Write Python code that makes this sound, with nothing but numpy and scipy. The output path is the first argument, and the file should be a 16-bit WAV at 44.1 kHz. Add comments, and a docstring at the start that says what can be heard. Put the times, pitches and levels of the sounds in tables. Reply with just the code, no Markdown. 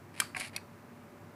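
"""A flip clock is turned by hand on a wooden desk, close to the microphone, over faint hum and air noise.
First a plastic pawl drags (many tiny random slips), snaps (ringing tones and a noise burst) and rebounds.
Then the hour flap slips free, slaps down and flutters: knocks of ringing tones and noise ticks.
Last, more sliding leads to a catch that clicks home, with one late flap knock.
A small room answers all the clock's sounds with a fading tail of noise."""
import sys
import numpy as np
from scipy import signal
from scipy.fft import rfft, irfft, next_fast_len
from scipy.io import wavfile
from scipy.ndimage import uniform_filter1d

SR = 44100
rng = np.random.default_rng(int(sys.argv[2]) if len(sys.argv) > 2 else 0)


def int16_out(signal):
    """Quantize to a 16-bit WAV file."""
    q = np.round(np.clip(np.atleast_2d(signal).T, -1, 1) * 32767)
    wavfile.write(sys.argv[1], SR, q.astype(np.int16))


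N = 59535  # length of the scene [samples]

# In every table, t60 is the time a sound takes to fade by 60 dB.
SNAP_RISE_S = 0.0013


def amp(db):
    """Turns decibels into a gain."""
    return 10 ** (np.asarray(db) / 20)


def unit(x):
    """Scales a signal to an average (rms) level of 1."""
    return x / np.sqrt(np.mean(x ** 2) + 1e-20)


def read(points, hz):
    """Reads between the points of a table, with pitch on a log scale as we hear it."""
    table_hz, value = np.transpose(points)
    return np.interp(np.log(hz + 1), np.log(table_hz + 1), value)


def add(mix, start, sound):
    """Mixes a sound in at a start time [s], cutting off what runs past the end."""
    part = mix[round(start * SR):][:len(sound)]
    part += sound[:len(part)]


def colour(x, spectrum):
    """Makes each frequency of a signal louder or softer as a table says, then sets rms to 1."""
    size = next_fast_len(len(x))
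    gain = amp(read(spectrum, np.fft.rfftfreq(size, 1 / SR)))
    return unit(irfft(rfft(x, size) * gain, size)[:len(x)])


def strike(t, rise, t60):
    """The loudness of a blow: a quick rise, then an exponential fade."""
    return (1 - np.exp(-(t / rise) ** 2)) * amp(-60 * t / t60)


def ring(modes, rise, pitch=1):
    """One blow sets off several pure tones, each fading at its own speed."""
    longest_t60 = max(t60 for _, _, t60 in modes)
    t = np.arange(0, 2 * longest_t60, 1 / SR)
    out = np.zeros(len(t))
    for k, (hz, db, t60) in enumerate(modes):
        sign = (-1) ** k  # every other tone starts downwards
        tone = np.sin(2 * np.pi * hz * pitch * t)
        out += sign * amp(db) * strike(t, rise, t60) * tone
    return out


def burst(spectrum, rise, t60, size=2048):
    """Short noise for the many crowded tones of a plastic part, which blur together."""
    noise = colour(rng.standard_normal(size), spectrum)
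    return noise * strike(np.arange(size) / SR, rise, t60)


def background():
    """Ventilation is shaped noise; mains hum and fan tones are sines that waver slowly."""
    # colour of the ventilation noise: (frequency [Hz], relative level [dB])
    air = [(15, -60), (25, -43), (43, -22.5), (69, -20), (91, -7.5), (173, -5), (198, -9.5), (233, -0.5),
           (289, -7.5), (313, -11), (349, -7.5), (537, -16.5), (582, -13.5), (684, -14), (1050, -14.5),
           (2300, -23.5), (3260, -33), (9810, -38), (15500, -38.5)]
    # mains hum and fan tones: (frequency [Hz], rms level [dB])
    hum = [(100, -61), (140, -67.5), (167, -69), (237, -66.5), (349.5, -70), (435, -74), (580, -68)]
    air_db = -53.5  # rms level
    waver = 0.29  # rms wobble: share of the loudness, and radians of phase
    t = np.arange(N) / SR
    out = amp(air_db) * colour(rng.standard_normal(N), air)
    for hz, db in hum:
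        # smoothing noise over 4000 samples leaves only slow drifts
        loudness_drift, phase_drift = (
            unit(uniform_filter1d(rng.standard_normal(N), size=4000, mode="wrap")) for _ in range(2))
        phase = 2 * np.pi * (hz * t + rng.random()) + waver * phase_drift
        out = out + amp(db) * unit((1 + waver * loudness_drift) * np.sin(phase))
    return out


def room(x):
    """Walls send back dense reflections: noise in which each band fades at its own speed."""
    # fading of the room: (frequency [Hz], t60 [s])
    decay = [(200, 0.9), (1500, .27), (4500, 0.26), (9000, 0.2), (15000, 0.14)]
    level_db, delay_s = -20.5, 0.0042
    hz, t, bands = signal.stft(rng.standard_normal(N // 2), SR, nperseg=256)
    fade = amp(-60 * t / read(decay, hz)[:, None])
    tail = signal.istft(bands * fade, SR, nperseg=256)[1]
    # silent for one delay, then fading in over another
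    tail = tail * np.clip(np.arange(len(tail)) / SR / delay_s - 1, 0, 1)
    return amp(level_db) * signal.fftconvolve(x, tail / np.linalg.norm(tail))[:N]


def sliding():
    """Plastic drags on plastic: many tiny slips, swelling and fading with each stroke."""
    # strokes: (start [s], peak [s], end [s], peak rms level [dB], fall at both ends [dB],
    #           tilt [dB per octave])
    scrapes = [(0.141, 0.195, 0.22, -45, 14.5, -1.1), (0.345, 0.419, 0.5, -40.5, 17, -0.5),
               (0.532, 0.551, .561, -50, 4.5, -3.5)]
    # colour of the sliding, before the tilt: (frequency [Hz], relative level [dB])
    slide_colour = [(300, -14.5), (750, -1), (1200, -8.5), (1900, 3.5), (2350, 5.5), (3450, -4.5),
                    (4000, -2.5), (4900, -3.5), (6100, -13.5), (7800, -10.5), (9800, -4.5), (11500, -13),
                    (13000, -29), (16000, -40)]
    slips_per_s, spread_db = 1500, 3
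    t = np.arange(N) / SR
    direction = rng.choice([-1, 1], N)
    happens = rng.random(N) < slips_per_s / SR
    strength = amp(spread_db * np.minimum(rng.exponential(1, N), 3))
    slips = direction * happens * strength
    out = np.zeros(N)
    for start, peak, end, db, fall_db, tilt_db in scrapes:
        swell = amp(np.interp(t, [start, peak, end], [db - fall_db, db, db - fall_db]))
        stroke = swell * (t > start) * (t < end)
        tilted = [(hz, level + tilt_db * np.log2(hz)) for hz, level in slide_colour]
        out = out + stroke * colour(slips, tilted)
    return out


def snap(start, levels_db, modes):
    """A sprung part slips off its tooth, hits its stop and shakes the loose flaps."""
    # colour of the crack: (frequency [Hz], relative level [dB])
    crack = [(200, -20), (700, -3), (1300, 0.5), (2000, 1), (3000, 3), (4500, 5.5), (5700, -5.5), (8000, 3),
             (11000, 5), (13000, -14), (14200, -17), (16000, -23)]
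    # colour of the shaken loose flaps: (frequency [Hz], relative level [dB])
    rattle = [(300, -12), (1200, 7.5), (2300, 5.5), (3300, -3.5), (4700, 4.5), (5900, -9.5), (7800, -1),
              (9500, -4), (12300, -7), (14000, -20), (16000, -30)]
    ring_db, crack_db, rattle_db = levels_db
    out = np.zeros(N)
    add(out, start, amp(ring_db) * ring(modes, SNAP_RISE_S))
    add(out, start, amp(crack_db) * burst(crack, SNAP_RISE_S, t60=0.021))
    add(out, start, amp(rattle_db) * burst(rattle, rise=0.011, t60=0.29, size=12000))
    return out


def catch():
    """The catch clicks home: its blow rings, cracks and faintly shakes the flaps."""
    # what the catch rings with: (frequency [Hz], relative level [dB], t60 [s])
    catch_modes = [(645, -58, .05), (804, -57, 0.057), (980, -49, 0.034), (2215, -40, 0.043),
                   (2533, -34, 0.035), (3670, -40, 0.018), (4310, -27.5, 0.014), (4730, -27, .014),
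                   (5725, -31.5, 0.018), (7660, -40, .015), (9100, -41, 0.02), (9620, -36.5, 0.017),
                   (10950, -32, .013), (11840, -34, 0.014)]
    # strength of the click: (ring [dB], crack [dB], rattle [dB])
    catch_levels = (4, -26, -60)
    return snap(0.5623, catch_levels, catch_modes)


def pawl():
    """The pawl snaps, sets its spring ringing and rebounds once with a hollow tock."""
    # what the pawl rings with: (frequency [Hz], relative level [dB], t60 [s])
    pawl_modes = [(1355, -38, 0.021), (1580, -22, 0.022), (1870, -22, .018), (2343, -22, 0.029),
                  (3164, -21, 0.018), (4100, -21.5, .014), (4550, -26.5, 0.015), (5140, -26, 0.02),
                  (6360, -25, .013), (7740, -19, .011), (8720, -21.5, 0.011), (9300, -14, .011),
                  (10210, -28.5, 0.011), (11000, -34, 0.0086), (12200, -24.5, 0.014), (13150, -24.5, .009)]
    # strength of the snap: (ring [dB], crack [dB], rattle [dB])
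    pawl_levels = (2.5, -16.5, -40)
    # the spring that rings on: (frequency [Hz], level [dB], t60 [s])
    spring = [(3330, -56, 0.081), (4545, -53, 0.33), (4610, -53, 0.22)]
    # the hollow rebound: (frequency [Hz], level [dB], t60 [s])
    tock = [(1000, -38, 0.022), (1222, -29, 0.0326), (1410, -35, 0.023), (1600, -35, 0.014),
            (2343, -33, 0.029)]
    snap_s, rebound_s = 0.2006, 0.2178
    out = snap(snap_s, pawl_levels, pawl_modes)
    add(out, snap_s, ring(spring, SNAP_RISE_S))
    add(out, rebound_s, ring(tock, SNAP_RISE_S))
    return out


def flaps():
    """Flaps knock face on (ringing body) or edge on (noisy tick); the fall shakes the case."""
    # knocks: (time [s], body level [dB], tick level [dB], pitch factor)
    knocks = [(0.3474, -28, -55, 0.995), (0.3622, -32, -51, 0.86), (.3653, -30, -41, .98),
              (0.367, -29.5, -37, 0.94), (0.377, -45, -42, 0.78), (0.3857, -39, -43.5, 1.0),
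              (0.3978, -40, -32, 1.2), (0.4016, -48, -34, 0.79), (0.4088, -28, -35.5, .98),
              (.4155, -41, -64, .9), (0.425, -58, -47, 1.0), (0.434, -47, -51, 0.91),
              (0.445, -37, -46, 1.0), (0.4483, -41, -47, 1.2), (.462, -52, -47, 1.3),
              (0.4738, -50, -47, 1.0), (0.4811, -56.5, -47.5, 1.7), (0.5781, -38, -59, 1.0)]
    # what a flap rings with at pitch factor 1: (frequency [Hz], relative level [dB], t60 [s])
    flap_modes = [(750, -20, 0.049), (1142, -15.5, 0.065), (1640, -8.5, 0.034), (1987, -7.5, 0.031),
                  (2353, -2.5, 0.024), (2533, -8.5, 0.032), (2750, -4.5, 0.016), (4000, -29, .02),
                  (4980, -24, 0.056)]
    # colour of a flap edge's tick: (frequency [Hz], relative level [dB])
    tick = [(200, -5), (1000, -8), (2300, -2), (3400, -6.5), (4500, 2), (5900, -9.5), (8200, -2.5),
            (10500, 0), (12000, -11.5), (13500, -24), (16000, -36)]
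    # what the case rings with: (frequency [Hz], level [dB], t60 [s])
    case = [(95.2, -50, 0.69), (629, -39.5, 0.079), (745, -40, 0.14), (930, -35.5, 0.05),
            (1120, -43, 0.043)]
    thump_s, thump_rise_s, knock_rise_s = 0.362, 0.0049, 0.00047
    out = np.zeros(N)
    add(out, thump_s, ring(case, thump_rise_s))
    for start, body_db, tick_db, pitch in knocks:
        add(out, start, amp(body_db) * ring(flap_modes, knock_rise_s, pitch))
        add(out, start, amp(tick_db) * burst(tick, knock_rise_s, t60=0.026))
    return out


def scene():
    """The clock, the room's answer and the background, as one channel."""
    clock = pawl() + flaps() + sliding() + catch()
    return (clock + room(clock) + background())[None]


def record(dry):
    """The recorder passes only what lies below its upper band limit."""
    edge_hz = 15550
    lowpass = signal.firwin(511, edge_hz, window=("kaiser", 9), fs=SR)
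    return signal.oaconvolve(dry, lowpass[None], "same")


dry = scene()
out = record(dry)
int16_out(out)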